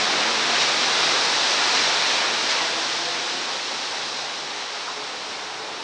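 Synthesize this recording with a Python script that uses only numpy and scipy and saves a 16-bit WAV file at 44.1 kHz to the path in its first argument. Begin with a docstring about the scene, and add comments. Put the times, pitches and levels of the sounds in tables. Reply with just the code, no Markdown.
"""Light rail train leaving an elevated station.

From one microphone on the platform of a concrete hall: a rubber-tyred train pulls out and runs off
along the viaduct. Tyres roar on the beams, collector shoes hiss and scrape on the power rail, the
drive gears whine upward with speed and the electrics hum. The town washes in through the open ends.
Late on, with the train far off, something small knocks on the platform and echoes in the hall."""
import sys
import numpy as np
from scipy import signal
from scipy.fft import rfft, irfft, next_fast_len
from scipy.io import wavfile
from scipy.ndimage import uniform_filter1d

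SR = 44100
rng = np.random.default_rng(int(sys.argv[2]) if len(sys.argv) > 2 else 0)


def to_wav(sig):
    """Store sig (one row per channel, or 1-D mono) as 16-bit WAV at the path in sys.argv[1].

    Samples outside -1..1 are clipped; the rate is SR.
    """
    pcm = np.clip(np.atleast_2d(sig), -1, 1) * 32767
    pcm = np.round(pcm).astype(np.int16)
    wavfile.write(sys.argv[1], SR, pcm.T)  # frames by channels


N = 257103
TIME = np.arange(N) / SR
START_MESH_HZ, MESH_HZ_PER_M_S = 213.5, 36  # the gear mesh rate follows the train's speed


def undb(db):
    """Decibels to gain."""
    return 10 ** (np.asarray(db) / 20)


def unit(x):
    """Scale to rms 1."""
    return x / np.sqrt(np.mean(x ** 2))


def wander(rate_hz):
    """A smooth random drift: levels held for 1 / rate_hz s and slewed twice."""
    hold = max(int(SR / rate_hz), 1)
    steps = np.repeat(rng.standard_normal(N // hold + 2), hold)
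    return 2.46 * uniform_filter1d(uniform_filter1d(steps, hold), hold)[:N]


def noise(colour):
    """Noise of rms 1, shaped by (f/Hz, level/dB) points and falling away beyond them."""
    size = next_fast_len(N)
    log_hz = np.log(np.maximum(np.fft.rfftfreq(size, 1 / SR), 1))
    hz, db = np.transpose(colour)
    beyond = np.abs(log_hz - np.clip(log_hz, np.log(hz[0]), np.log(hz[-1])))
    gain = undb(np.interp(log_hz, np.log(hz), db)) * np.exp(-2 * beyond)
    return unit(irfft(rfft(rng.standard_normal(size)) * gain, size)[:N])


def tone(hz, width_hz, blur):
    """A steady or gliding tone; blur is the part that echoes scatter in level and phase."""
    scatter = (wander(width_hz) + 1j * wander(width_hz)) / np.sqrt(2)
    phase = 2 * np.pi * np.cumsum(np.broadcast_to(hz, N)) / SR
    return unit(np.real((1 + blur * scatter) * np.exp(1j * phase)))


def hall(x, wet_db, t60_s=1.1):
    """Direct sound plus the diffuse tail of the concrete hall, at constant power."""
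    t = TIME[:SR]
    tail = rng.standard_normal(SR) * np.exp(-np.log(1000) * t / t60_s) * (t > .012)
    tail *= undb(wet_db) / np.sqrt(np.sum(tail ** 2))
    return (x + signal.fftconvolve(x, tail)[:N]) / np.sqrt(1 + undb(2 * wet_db))


def mesh_rate(pull_hz_per_s=42.8, cruise_hz=438, ease_hz=5):
    """Gear mesh rate in Hz: a steady pull that eases off into cruising."""
    pulling_hz = START_MESH_HZ + pull_hz_per_s * TIME
    return cruise_hz - ease_hz * np.logaddexp(0, (cruise_hz - pulling_hz) / ease_hz)


def receding(leaves_s, reach_m, doubling_db):
    """Change in dB at the platform: none while the hall holds a sound, then a loss with distance."""
    travel_m = np.cumsum(mesh_rate() / MESH_HZ_PER_M_S) / SR
    beyond_m = np.maximum(travel_m - np.interp(leaves_s, TIME, travel_m), 0)
    return -doubling_db * np.log2(1 + beyond_m / reach_m)


def mouth_swell(peak_db, at_s=3.2, spread_s=.41):
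    """Gain that swells as the last car passes the mouth of the hall."""
    return undb(peak_db * np.exp(-((TIME - at_s) / spread_s) ** 2))


# Spectra of the body rumble and the tread roar: f/Hz, relative level/dB
RUMBLE_COLOUR = [(40, -38.5), (70, -24), (100, -19), (125, -15), (180, -8.5), (300, 0), (460, -1),
                 (590, -3), (680, -5), (1200, -28.5)]
ROAR_COLOUR = [(250, -17.5), (480, -4), (590, -4.5), (690, -1.2), (900, 0), (1150, -.5), (1700, -1),
               (2100, -2), (2450, -2), (3000, -5), (4200, -8.5), (7000, -39.5)]
# Uneven patches of the beam: t/s, change in roar level/dB
BEAM_PATCHES = [(.55, 1.5), (1.8, -0.5), (2.17, 0.8), (2.59, 2.5)]


def tyres():
    """Tyres on the concrete running beams: a body rumble and a tread roar that follow the surface."""
    rumble_db = -36.5 + receding(leaves_s=1.27, reach_m=22.4, doubling_db=7)
    roar_db = -24 + receding(leaves_s=2.15, reach_m=3.95, doubling_db=3.5)
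    patch_db = sum(db * np.exp(-((TIME - s) / .071) ** 2) for s, db in BEAM_PATCHES)
    rumble = noise(RUMBLE_COLOUR) * undb(rumble_db + .79 * wander(9))
    roar = noise(ROAR_COLOUR) * undb(roar_db + patch_db + .22 * wander(14))
    return rumble + roar


# Spectra of the shoes sliding and scraping: f/Hz, relative level/dB
HISS_COLOUR = [(1200, -26.5), (2400, -9.5), (3200, -4), (3900, 0), (4300, -1.6), (4750, -2.5), (5600, -3),
               (6300, -9), (7000, -13.5), (8000, -18.5), (9200, -25), (10200, -65.5)]
SCRAPE_COLOUR = [(600, -26.5), (1500, 0), (2700, -4), (4000, -2), (5400, 0.5), (6500, -10), (9500, -33)]
# A brief boom of the car body, then bright rings of the rail: t/s, spread/s, f/Hz, width/Hz, level/dB
BOOM_AND_RINGS = [(0.515, 0.078, 691, 59.4, -31.5), (.63, .035, 3790, 603, -30),
                  (1.08, 0.11, 3860, 1102, -30), (1.37, .07, 3900, 600, -33), (1.78, 0.054, 4020, 600, -30),
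                  (1.85, .35, 4080, 599, -36.5), (1.995, 0.49, 2460, 599, -36), (2.0, 0.48, 1570, 400, -41)]
# Rough spots of the rail, where the shoes drag harder: t/s, rise/s, fall/s, level/dB
ROUGH_SPOTS = [(.617, 0.019, 0.045, -23), (1.05, 0.035, .1, -30), (1.765, 0.027, 0.12, -23.5),
               (2.43, .03, 0.044, -32), (2.512, 0.022, 0.054, -23), (3.3, .015, .09, -31.5)]


def shoes_and_boom(mesh_hz):
    """Collector shoes hiss and scrape on the power rail and set it ringing; the car body booms once."""
    speed_db = 5 * np.log2(mesh_hz / START_MESH_HZ)  # more hiss with each doubling of speed
    distance_db = receding(leaves_s=1.714, reach_m=23.7, doubling_db=11.5)
    flutter_db = .22 * wander(18)
    hiss = noise(HISS_COLOUR) * undb(-25 + speed_db + distance_db + flutter_db)
    resonances = sum(tone(hz, width_hz, blur=10) * undb(db) * np.exp(-((TIME - s) / spread) ** 2)
                     for s, spread, hz, width_hz, db in BOOM_AND_RINGS)
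    # each scrape swells quickly and dies away
    drag = sum(undb(db) * np.exp(np.where(TIME < s, -((TIME - s) / rise) ** 2, (s - TIME) / fall))
               for s, rise, fall, db in ROUGH_SPOTS)
    return hiss + resonances + noise(SCRAPE_COLOUR) * drag


# Gear whine: multiple of the mesh rate, base level/dB, crest of its swell t/s, spread/s
GEAR_PARTIALS = [(.743, -52.5, 3.25, .22), (1, -44, 0.47, .25), (1, -53.5, 2.5, 4.9),
                 (1.428, -50.5, 2.4, 1.6), (2.03, -47.5, 2.1, 1.5), (2.5, -45.5, 1.8, .9),
                 (3.03, -43, 2.05, 0.54), (3.5, -50.5, 2.4, 0.67), (5, -49.5, 2.4, 1.2)]
# Car body resonances that the whine climbs through: f/Hz, width/Hz, lift/dB
BODY_RESONANCES = [(329, 12, 8), (353, 18, 5.5), (405, 10, 3), (426, 8, 8), (437, 6, 7), (492, 14, 5.5),
                   (521, 18, 7), (670, 14, 3.5), (701, 16, 3), (742, 30, 6)]


def gears(mesh_hz):
    """The drive's partials climb together; each swells and fades as the cars pass the microphone."""
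    whine = 0
    for multiple, db, crest_s, spread_s in GEAR_PARTIALS:
        partial_hz = multiple * mesh_hz
        passing_db = -10 * np.log10(1 + ((TIME - crest_s) / spread_s) ** 2)
        body_db = sum(lift_db / (1 + (2 * (partial_hz - hz) / width) ** 2)
                      for hz, width, lift_db in BODY_RESONANCES)
        whine += tone(partial_hz, width_hz=28, blur=.8) * undb(db + passing_db + body_db)
    return hall(whine * mouth_swell(peak_db=2), wet_db=-15.5)


def electrics(hum_hz=145.8):
    """The train's auxiliary machines hum on the third and fourth multiples of a steady shaft."""
    hum_db = -53.5 + receding(leaves_s=1.1, reach_m=5.6, doubling_db=3.6)
    third = tone(hum_hz, width_hz=9, blur=.52) * mouth_swell(peak_db=4)
    fourth = tone(hum_hz * 4 / 3, width_hz=10, blur=.7) * undb(-4)
    return (third + fourth) * undb(hum_db)


# Spectrum of far traffic, heard from the platform: f/Hz, relative level/dB
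TRAFFIC_COLOUR = [(25, -29.5), (60, -23), (120, -13.5), (250, -14), (420, -3.3), (600, -4), (820, 4),
                  (1300, -6), (3000, -22.5), (8000, -25.5)]


def town():
    """Far traffic washes in through the open ends of the hall."""
    return noise(TRAFFIC_COLOUR) * undb(-41 + .79 * wander(2.3))


def low_rumble():
    """A faint uneven bass, from the train or from wind on the microphone."""
    uneven_db = 4.5 * np.tanh(wander(16))
    return noise([(25, -5), (60, -3.5), (110, -9.5)]) * undb(-73.5 + uneven_db)


# The blow and its bounce: t/s, base level/dB, f/Hz that the struck spot favours
KNOCK_BLOWS = [(4.879, -19.5, 1300), (4.886, -23.5, 1060)]
# Modes of the knocked object: f/Hz, relative level/dB, t60/s
OBJECT_MODES = [(850, -10, .06), (1050, 0.5, .045), (1120, -7, .04), (1277, 0, 0.03), (1370, -6, .025)]


def knock(spread_hz=170):
    """Something small and hard is knocked on the platform and bounces once, on a spot that rings lower."""
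    blows = 0
    for s, db, favoured_hz in KNOCK_BLOWS:
        age = np.maximum(TIME - s, 0)
        contact = 1 - np.exp(-age / .0008)  # the blow builds over a moment
        for hz, mode_db, t60 in OBJECT_MODES:
            share = 1 / (1 + ((hz - favoured_hz) / spread_hz) ** 4)
            ring = np.sin(2 * np.pi * hz * age) * np.exp(-np.log(1000) * age / t60)
            blows += share * undb(db + mode_db) * contact * ring
    return hall(blows, wet_db=-4)


def scene():
    """Mono, from the platform: each part of the train fades into the distance in its own way."""
    mesh_hz = mesh_rate()
    train = tyres() + shoes_and_boom(mesh_hz) + gears(mesh_hz) + electrics()
    return (train + town() + low_rumble() + knock())[None]


def record(dry):
    """A small camera's microphone, cut off steeply above 9.7 kHz."""
    return signal.sosfilt(signal.ellip(10, .2, 80, 9700, fs=SR, output="sos"), dry)


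dry = scene()
out = record(dry)
to_wav(out)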